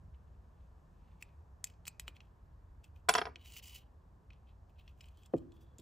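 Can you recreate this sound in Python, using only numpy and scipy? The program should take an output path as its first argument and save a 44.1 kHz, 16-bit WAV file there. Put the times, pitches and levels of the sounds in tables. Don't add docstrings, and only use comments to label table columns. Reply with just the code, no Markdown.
import sys
import numpy as np
from scipy import signal
from scipy.fft import rfft, irfft
from scipy.io import wavfile
from scipy.ndimage import uniform_filter1d

SR = 44100
rng = np.random.default_rng(int(sys.argv[2]) if len(sys.argv) > 2 else 0)


def master(y):
    cut = np.clip(np.atleast_2d(y).T, -1, 1)
    pcm = np.round(cut * 32767)
    wavfile.write(sys.argv[1], SR, pcm.astype(np.int16))


def convert_level_to_amplitude(level_db):
    exponent = np.asarray(level_db, float) / 20
    return 10 ** exponent


N = 256484


def on_log(table, hz):
    f, v = np.transpose(table)
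    return np.interp(np.log(np.maximum(hz, 1)), np.log(f), v)


def unit(x):
    return x / np.sqrt(np.mean(x ** 2))


def add(out, s, sound):
    i = int(s * SR)
    out[i:i + len(sound)] += sound[:N - i]


def bandpass(x, order, low_hz, high_hz):
    return signal.sosfilt(signal.butter(order, [low_hz, high_hz], "band", fs=SR, output="sos"), x)


def walk(rate):
    hold = int(SR / rate)
    steps = np.repeat(rng.standard_normal(N // hold + 1), hold)
    return 1.3 * uniform_filter1d(uniform_filter1d(steps, hold), hold)[:N]


# f/Hz, level/dB per Hz
ROOM_TONE = [(12, -46.5), (22, -18.5), (51, -5.5), (71, -1.5), (114, -15), (160, -17), (265, -27.5),
             (600, -31), (1050, -30.5), (1350, -38.5), (1750, -40.5), (2050, -49), (3300, -54.5),
             (7500, -57.5)]
# f/Hz, level/dB
AIR_TREBLE = [(7500, -1.5), (9000, -4.5), (12000, -3), (13500, -6), (16500, -15)]
# f/Hz, likeness of left and right/0-1
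ROOM_LIKENESS = [(60, 1), (130, .95), (290, 0.6), (640, 0.5), (1410, 0.12), (2400, 0.6), (6820, 1),
                 (11000, 1), (16000, 0.2)]


def room():
    level_db = -57.5
    hz, out, swell = np.fft.rfftfreq(N, 1 / SR), 0, walk(0.45)
    left, other = rfft(rng.standard_normal((2, N)))
    like = np.clip(on_log(ROOM_LIKENESS, hz), 0, 1)
    right = like * left + np.sqrt(1 - like ** 2) * other
    both = convert_level_to_amplitude(on_log(ROOM_TONE, hz) + on_log(AIR_TREBLE, hz)) * np.array([left, right])
    octave = np.log2(np.maximum(hz, 16) / 16)
    for k in np.arange(0, 11, .5):
        share = np.clip(1 - 2 * np.abs(octave - k), 0, 1)
        wander_db = .4 * swell + 0.52 * walk(3.1) + 1.8 * walk(3.3) * (k < 3.6)
        out = out + irfft(both * share, N) * convert_level_to_amplitude(wander_db)
    return unit(out) * convert_level_to_amplitude(level_db)


# f/Hz, t60/s
WALL_T60 = [(200, 0.61), (600, 0.24), (1500, 0.36), (4000, .25), (12000, 0.046)]


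def echo(x):
    wall_db, bench_db, bench_t60_s = -22.5, -9.5, 0.041
    t, tail = np.arange(SR // 2) / SR, 0
    common, *own = rng.standard_normal((3, len(t)))
    for hz in 125. * 2 ** np.arange(7):
        unlike = 1.4 if hz < 1500 else .25
        octave = bandpass(common + unlike * np.array(own), 2, hz / 2 ** .5, hz * 2 ** .5)
        tail = tail + octave * convert_level_to_amplitude(-60 * t / on_log(WALL_T60, hz))
    tail = tail * np.clip(t / 0.014, 0, 1)
    highpass = signal.butter(1, 700, "high", fs=SR, output="sos")
    early = signal.sosfilt(highpass, common + 1.5 * np.array(own))
    early = early * convert_level_to_amplitude(-60 * t / bench_t60_s) * np.clip(t / 0.0015, 0, 1)
    both = convert_level_to_amplitude(wall_db) * unit(tail) + convert_level_to_amplitude(bench_db) * unit(early)
    return signal.fftconvolve(x[None], both / np.sqrt(len(t)), axes=1)[:, :N]


def wide_board(x):
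    level_db, t60_s = -17, .025
    t = np.arange(SR // 10) / SR
    scatter = rng.standard_normal(len(t)) * convert_level_to_amplitude(-60 * t / t60_s)
    scatter = bandpass(scatter, 1, 400, 3242)
    side = signal.fftconvolve(x, unit(scatter) / np.sqrt(len(t)))[:N] * convert_level_to_amplitude(level_db)
    return np.array([side, -side])


# f/Hz, left lead/rad
LEFT_LEAD = [(0, 0), (300, -.1), (430, .4), (650, 0), (760, .7), (850, 1.5), (980, -.3), (1300, -.4),
             (1600, .2), (2000, -.1), (3100, .6), (5200, .3), (6200, 0), (7900, .25), (8600, -.3),
             (10000, -2.8), (10600, -3.6), (12100, -6.3), (13400, -9.2), (14100, -9.8), (16500, -14.5)]
# f/Hz, left minus right level/dB
LEFT_MINUS_RIGHT = [(60, 0.5), (110, -2), (200, 0.5), (380, -0.5), (700, 2), (1290, -0.5), (2380, -0.5),
                    (4400, -0.5), (8120, 0.5), (15000, -0.5)]


def ports(x):
    hz = np.fft.rfftfreq(N, 1 / SR)
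    lead = np.interp(hz, *np.transpose(LEFT_LEAD))
    half = np.exp(.5j * lead) * convert_level_to_amplitude(on_log(LEFT_MINUS_RIGHT, hz) / 2)
    return irfft(rfft(x) * np.array([half, 1 / half]), N)


def strike(db, ms, modes, spot_db, chatter, spread, low_hz, length, swell=.01, top_hz=17000):
    hz, mode_db, t60 = np.repeat(np.transpose(modes), 3, axis=1)[:, :, None]
    t = np.arange(int(length * SR)) / SR
    spot, detune = rng.standard_normal((2, len(hz), 1))
    ring = convert_level_to_amplitude(mode_db + spot_db * spot) * np.sin(2 * np.pi * hz * (1 + spread * detune) * t)
    ring = ring * (1 - np.exp(-(hz * t / swell) ** 2))
    ring = np.sum(ring * np.exp(-np.log(1000) * t / np.maximum(t60, .005)), axis=0)
    u = t[:1024] * 1000 / max(ms, .02)
    hits = rng.standard_normal(1024) * convert_level_to_amplitude(6.0 * rng.exponential(size=1024))
    push = u * np.exp(-u) * (1 - chatter + chatter * unit(hits))
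    sound = bandpass(signal.fftconvolve(ring, push), 2, low_hz, top_hz)
    return sound * convert_level_to_amplitude(db) / np.abs(sound).max()


# t/s, peak level/dB, contact/ms
BOX_KNOCKS = [
    (2.08, -55, 0.51),
    (3.359, -59.5, 0.84),
    (5.337, -18.5, 0.44),
    (5.788, -50, 11),
]
# f/Hz, level/dB, t60/s
HOLLOW_MODES = [(110.3, -10.5, 0.14), (156.3, -5, 0.12), (278.6, -4, 0.11), (335.3, 6, 0.076),
                (334, -28, 0.75), (441.2, -0.5, 0.072), (504, 9.5, 0.037), (594, 1, 0.029),
                (697, -7, 0.069), (854, -10, 0.027), (1180, -15, 0.025), (1844, -22, 0.019),
                (2630, -27, 0.01)]


def knocks():
    out = np.zeros(N)
    for s, db, ms in BOX_KNOCKS:
        add(out, s, strike(db, ms * 0.093, HOLLOW_MODES, 0.36, 0, 0.012, 70, length=0.57, swell=1.0))
    return out


def resonate(x, peaks):
    return unit(sum(convert_level_to_amplitude(db) * signal.lfilter(*signal.iirpeak(hz, hz / width, fs=SR), x)
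                    for hz, width, db in peaks))


# f/Hz, width/Hz, level/dB
RUB_HIGH = [(5000, 300, 5.5), (6170, 1100, 2), (7430, 1200, -0.5), (9015, 740, -4), (10640, 1100, -4.5),
            (11600, 1400, -2), (13180, 6600, -6), (15200, 1100, 3)]


def slide(slips, t, db, treble_db, low_peaks, grip):
    part = slips[int(t[0] * SR):][:len(t)]
    shell = bandpass(part, 2, 2050, 4300)
    low = resonate(shell, np.array(low_peaks) * [grip, 1, 1])
    high = resonate(part, RUB_HIGH)
    touch = np.clip(np.minimum(t - t[0], t[-1] - t) / 0.003, 0, 1)
    return touch * convert_level_to_amplitude(db) * (low + convert_level_to_amplitude(treble_db) * high)


# t/s, pressure level/dB
SHAFT_TURNS = [
    [(3.375, -79), (3.40, -73), (3.465, -62), (3.508, -63), (3.514, -61), (3.528, -61), (3.586, -58),
     (3.598, -64), (3.61, -84)],
    [(3.61, -82), (3.63, -60.5), (3.66, -59.5), (3.668, -58), (3.735, -63.5), (3.751, -58), (3.821, -69.5),
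     (3.857, -88), (3.9, -99)],
]
# t at strongest/s, level/dB, rise/s, fall/s, treble minus level/dB
SHORT_SLIDES = [(0.143, -79, 0.011, 0.029, -25), (0.299, -92.5, 0.28, .25, -21), (.6, -90, 0.16, 0.27, -22),
                (1.12, -85.5, 0.4, 0.22, -12), (1.216, -66.5, 0.016, 0.0073, 0),
                (1.2254, -53, 0.0031, 0.0037, 0.5), (1.24, -79, .01, 0.14, -12),
                (1.654, -70, 0.0064, 0.11, -2), (1.88, -54, 0.024, 0.012, 6), (1.89, -79, .01, 0.093, -10),
                (2.008, -71, .01, 0.062, -2), (2.079, -60.5, 0.018, 0.037, -6),
                (2.163, -69, 0.026, 0.032, -9), (2.205, -78.5, .01, 0.15, -7), (2.84, -73, 0.01, 0.068, -2),
                (2.96, -82, 0.023, 0.091, -2), (4.319, -77.5, 0.018, 0.11, -18),
                (4.485, -76, 0.043, 0.075, -15), (4.798, -71, 0.053, 0.053, -11),
                (4.7, -85, 0.034, 0.038, -3), (4.99, -85, 0.042, .03, 3), (4.89, -76, 0.085, 0.081, -7),
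                (5.039, -72, 0.067, 0.15, -5.5), (5.18, -80, 0.068, 0.053, -5.5),
                (5.225, -77, 0.082, 0.045, -3.5), (5.26, -70, 0.02, 0.027, -5.5),
                (5.38, -83, 0.16, 0.14, -3), (5.55, -82.5, 0.027, 0.048, 1.5), (5.62, -82, 0.029, 0.039, 6),
                (5.6, -83.5, 0.18, 0.38, -11), (5.788, -68, 0.011, 0.047, -4)]
# t/s, pitch factor
GRIP_PITCH = [(1.1, 0.94), (2.3, 1.1), (4.3, 1.05), (4.9, 1.08), (5.15, 1.04), (5.25, 1.15), (5.4, 1.05),
              (5.55, 1.14), (5.8, 1.21)]
# f/Hz, width/Hz, level/dB
SHAFT_LOW = [(1105, 890, -7), (2460, 510, -1.5), (2953, 160, 13.5), (3200, 480, -9), (3700, 460, -3)]
# f/Hz, width/Hz, level/dB
BRUSHED_LOW = [(2450, 380, 1), (2910, 550, 0), (3660, 160, -6), (4268, 260, -9.5)]


def rubs():
    swing_db, tilted_s = 30, 5.11
    full_db, full_treble_db, dull_db_per_db = -60, 1.5, 1
    out = np.zeros(N)
    uneven_db = 2.0 * rng.exponential(size=N) + 2.7 * walk(250) + 0.78 * walk(60)
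    slips = rng.standard_normal(N) * convert_level_to_amplitude(uneven_db)
    for turn in SHAFT_TURNS:
        s, db = np.transpose(turn)
        t = np.arange(s[0], s[-1], 1 / SR)
        pressure_db = np.interp(t, s, db)
        treble_db = full_treble_db + dull_db_per_db * np.clip(pressure_db - full_db, -12, 0)
        add(out, s[0], slide(slips, t, pressure_db, treble_db, SHAFT_LOW, 1.0))
    for s, db, rise, fall, treble_db in SHORT_SLIDES:
        rise, fall = max(rise, .004), max(fall, .004)
        t = np.arange(s - rise, min(s + fall, (N - 2) / SR), 1 / SR)
        peaks = BRUSHED_LOW if s < tilted_s else SHAFT_LOW
        swell_db = db - swing_db * np.where(t < s, (s - t) / rise, (t - s) / fall) ** 1.4
        grip = np.interp(s, *np.transpose(GRIP_PITCH))
        add(out, t[0], slide(slips, t, swell_db, treble_db, peaks, grip))
    return out


def scuff(db, top_hz):
    level_db, t60_s = -27, .08
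    t = np.arange(SR // 8) / SR
    grit = rng.standard_normal(len(t)) * convert_level_to_amplitude(2.0 * rng.exponential(size=len(t)))
    hiss = unit(bandpass(grit, 5, 1800, min(12900, 1.5 * top_hz)))
    return hiss * convert_level_to_amplitude(db + level_db - 60 * t / t60_s) * np.clip(t / .002, 0, 1)


# t/s, bench peak level/dB, steel minus bench level/dB, contact/ms
KEY_LANDINGS = [(3.0872, -17, -11, 0.39), (3.0899, -19.5, 9, 0.64), (3.0911, -17, 4, 0.78),
                (3.0927, -15, 1.5, 0.35), (3.0940, -16.5, -1, 0.6), (3.0959, -24.5, -6.5, 0.7),
                (3.0978, -26.5, -6, 0.78), (3.1007, -29, -3.5, 0.5), (3.1091, -31, -3, 1.2),
                (3.135, -49.5, 8, 2.5), (3.1388, -28, 8.5, .3), (3.1412, -34.5, 7, 0.33),
                (3.152, -14, -7.5, 0.39), (3.156, -22, -2.5, 0.37), (3.1589, -27.5, -4, .6),
                (3.166, -36, 0.5, 1), (3.177, -29.5, -5, 0.8), (3.1815, -25.5, 1.5, 0.64),
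                (3.1857, -20, -12.5, .5), (3.189, -28, -5.5, 1.1), (3.2154, -23.5, -13, 0.59),
                (3.2177, -29, -12, 0.58), (3.221, -32, -25, 0.58), (3.2544, -33, -2, 0.91),
                (3.268, -33.5, -28, 1.5), (3.272, -36, -23, 1.5), (3.287, -43.5, -25, 5.6),
                (3.299, -52, -27, 7.5)]
# f/Hz, level/dB, t60/s
BENCH_MODES = [(175, -10, 0.082), (254.5, -13.5, 0.053), (443, -13.5, 0.07), (495, -9.5, .035),
               (714.4, -6, 0.045), (804, -13.5, 0.083), (1022, -1.5, 0.024), (1160, -6, 0.02),
               (1272, -5, 0.022), (1430, -5, 0.026), (1593, -3.5, 0.029), (1890, -10.5, 0.034),
               (2270, -9.5, 0.031), (2670, -7.5, .012), (3300, -5.5, .012), (4040, -9.5, 0.0092)]
# f/Hz, level/dB, t60/s
KEY_MODES = [(2390, -8, 0.02), (2640, -12, 0.034), (2880, -8, 0.013), (3250, -6.5, 0.012),
             (3480, -4.5, 0.012), (4020, -12.5, 0.023), (4518, -9, 0.021), (4940, -9.5, 0.025),
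             (5588, 1, 0.015), (6620, -8, 0.025), (7317, -7.5, 0.02), (7800, -6.5, 0.011),
             (8385, -2, 0.0092), (9030, -8.5, 0.013), (10100, -13.5, 0.011), (11600, -11, 0.0075),
             (13300, -18.5, 0.0091), (14500, -26.5, .008), (15600, -27, .012)]
# from t/s, until t/s, f/Hz, level/dB, t60/s
KEY_SINGING = [
    (3.094, 3.141, 9822, -43, 2.0),
    (3.108, 3.146, 14300, -66, 2.0),
    (3.094, 3.17, 15450, -70, 1.0),
    (3.093, 3.139, 11010, -55, .4),
    (3.148, 3.25, 11010, -54, .4),
    (3.25, 3.3, 11010, -74, .3),
    (3.115, 3.138, 3640, -54, .4),
    (3.157, 3.24, 5200, -54, .35),
]


def dropped_key():
    tumble_depth_db, tumble_per_s = 4, 110
    out = np.zeros(N)
    for s, db, steel_db, ms in KEY_LANDINGS:
        thud = strike(db, ms * 0.054, BENCH_MODES, 2.7, .2, 0.019, 340, length=.12, swell=0.24, top_hz=5200)
        add(out, s, -thud)
        reach_hz = np.clip(16000 * convert_level_to_amplitude(0.87 * (db + steel_db + 14.5)), 4000, 16000)
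        rattle = strike(db + steel_db, ms * 0.72, KEY_MODES, 2.5, 0.97, 0.03, 2300, length=.06, top_hz=reach_hz)
        add(out, s, rattle)
        add(out, s, scuff(db + 0.46 * steel_db, reach_hz))
    for s, until, hz, db, t60 in KEY_SINGING:
        t = np.arange(int((until - s) * SR)) / SR
        edges = np.clip(np.minimum(t, until - s - t) / 0.0032, 0, 1)
        tumble_db = tumble_depth_db * walk(tumble_per_s)[:len(t)]
        add(out, s, edges * convert_level_to_amplitude(db + tumble_db - 60 * t / t60) * np.sin(2 * np.pi * hz * t))
    return out


# t/s, peak level/dB, treble minus peak level/dB, loudest box mode f/Hz, contact/ms
SCREW_TICKS = [(1.224, -37.5, -13, 2670, 1.77), (1.6419, -37, 6, 2490, 0.85), (1.667, -49, -7, 2450, 3.7),
               (1.700, -54, -11, 2560, 0.98), (1.737, -66, -18, 4240, 1.5), (1.854, -44, -13.5, 3250, 0.7),
               (1.8684, -41, -9, 2380, 0.37), (1.8792, -34, -8, 2450, 0.8), (1.9968, -35.5, -6, 2500, 0.82),
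               (2.0798, -29.5, -20, 2960, 0.62), (2.166, -50, -31, 2525, 1.2),
               (2.2047, -46, -42, 2940, 1.3), (2.8405, -57, -3, 2700, 4), (2.9598, -59.5, -29, 2480, 2.3)]
# t/s, peak level/dB, treble minus peak level/dB, loudest box mode f/Hz
LOOSE_TICKS = [(3.3581, -35, -36, 2340), (3.4575, -50, -15, 2330), (3.5208, -47, -10, 2930),
               (3.5654, -43.5, -21, 2960), (3.597, -49, -25, 2960), (3.631, -59, -17, 2960),
               (3.671, -51, -10, 2880), (3.694, -54, -13, 2960), (3.747, -59, -5, 4900),
               (4.304, -52, -36, 2463), (4.3316, -60, -23, 2450), (4.787, -62, -27, 2510),
               (4.878, -50.5, -34, 3000), (5.007, -45.5, -22, 2990), (5.0098, -46, -14.5, 5200),
               (5.0408, -52, -23, 2940), (5.0562, -62, -13, 2960), (5.085, -57.5, -10.5, 2835),
               (5.173, -67.5, -5, 3294), (5.233, -57, -11, 3300), (5.2598, -61, -1, 3500),
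               (5.3381, -58, -21, 2880), (5.3651, -63.5, -13, 2920), (5.376, -64.5, -10, 2880),
               (5.382, -60, -10.5, 5770), (5.5202, -57, -22, 3430), (5.784, -63, 6.5, 3380),
               (5.7985, -67.5, 7.5, 3280)]
# f/Hz, level/dB, t60/s
BOX_MODES = [(1398, -5, 0.0049), (2000, -11, 0.0041), (2490, -2, 0.021), (2960, -4, 0.02),
             (3256, -8.5, 0.016), (3788, -7.5, 0.01), (4240, -8.5, 0.013), (5200, -10, 0.011),
             (5550, -14, .012)]
# f/Hz, level/dB, t60/s
STEEL_MODES = [(5204, -4.5, 0.011), (5600, -6.5, 0.011), (6300, -13, 0.0099), (6740, -3, 0.014),
               (7300, 1.5, 0.025), (7997, 4.5, 0.012), (8370, -7.5, .014), (8850, -3, 0.0061),
               (10200, -0.5, 0.0093), (11950, -6, 0.015), (10900, -7.5, 0.011), (13000, -4, 0.01),
               (15140, -25, 0.015)]


def ticks():
    part_contact_ms = 1.55
    out = np.zeros(N)
    for s, db, treble_db, hz, ms in SCREW_TICKS + [(*row, part_contact_ms) for row in LOOSE_TICKS]:
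        modes = BOX_MODES + [(hz, 2.5, .013)]
        add(out, s, strike(db - 0.5, ms * .5, modes, 1.4, 0.4, 0.012, 2100, length=0.045, top_hz=6300))
        steel_db = db + treble_db + 11.5
        add(out, s, strike(steel_db, ms * 0.47, STEEL_MODES, 2.2, 0.95, 0.013, 3008, length=.04))
    return out


def scene():
    light, key = ticks() + rubs(), dropped_key()
    heavy = key + knocks()
    walls = echo(0.85 * light + heavy)
    return ports(light + heavy + walls + room() + wide_board(key))


def band_limit(x):
    return signal.sosfilt(signal.butter(12, 16810, fs=SR, output="sos"), x)


# f/Hz, width/Hz, level/dB
TREBLE_DENTS = [(8280, 180, -7), (10300, 350, -13), (13750, 690, -13.5)]


def record(dry):
    top_hz = 15754
    hz = np.fft.rfftfreq(N, 1 / SR)
    treble_shape_db = sum(db * np.exp(-(2 * (hz - f) / width) ** 2) for f, width, db in TREBLE_DENTS)
    treble_shape_db = treble_shape_db - 32 / (1 + np.exp(-(hz - top_hz) / 80))
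    mix = irfft(rfft(dry) * convert_level_to_amplitude(treble_shape_db), N)
    return band_limit(mix)


dry = scene()
out = record(dry)
master(out)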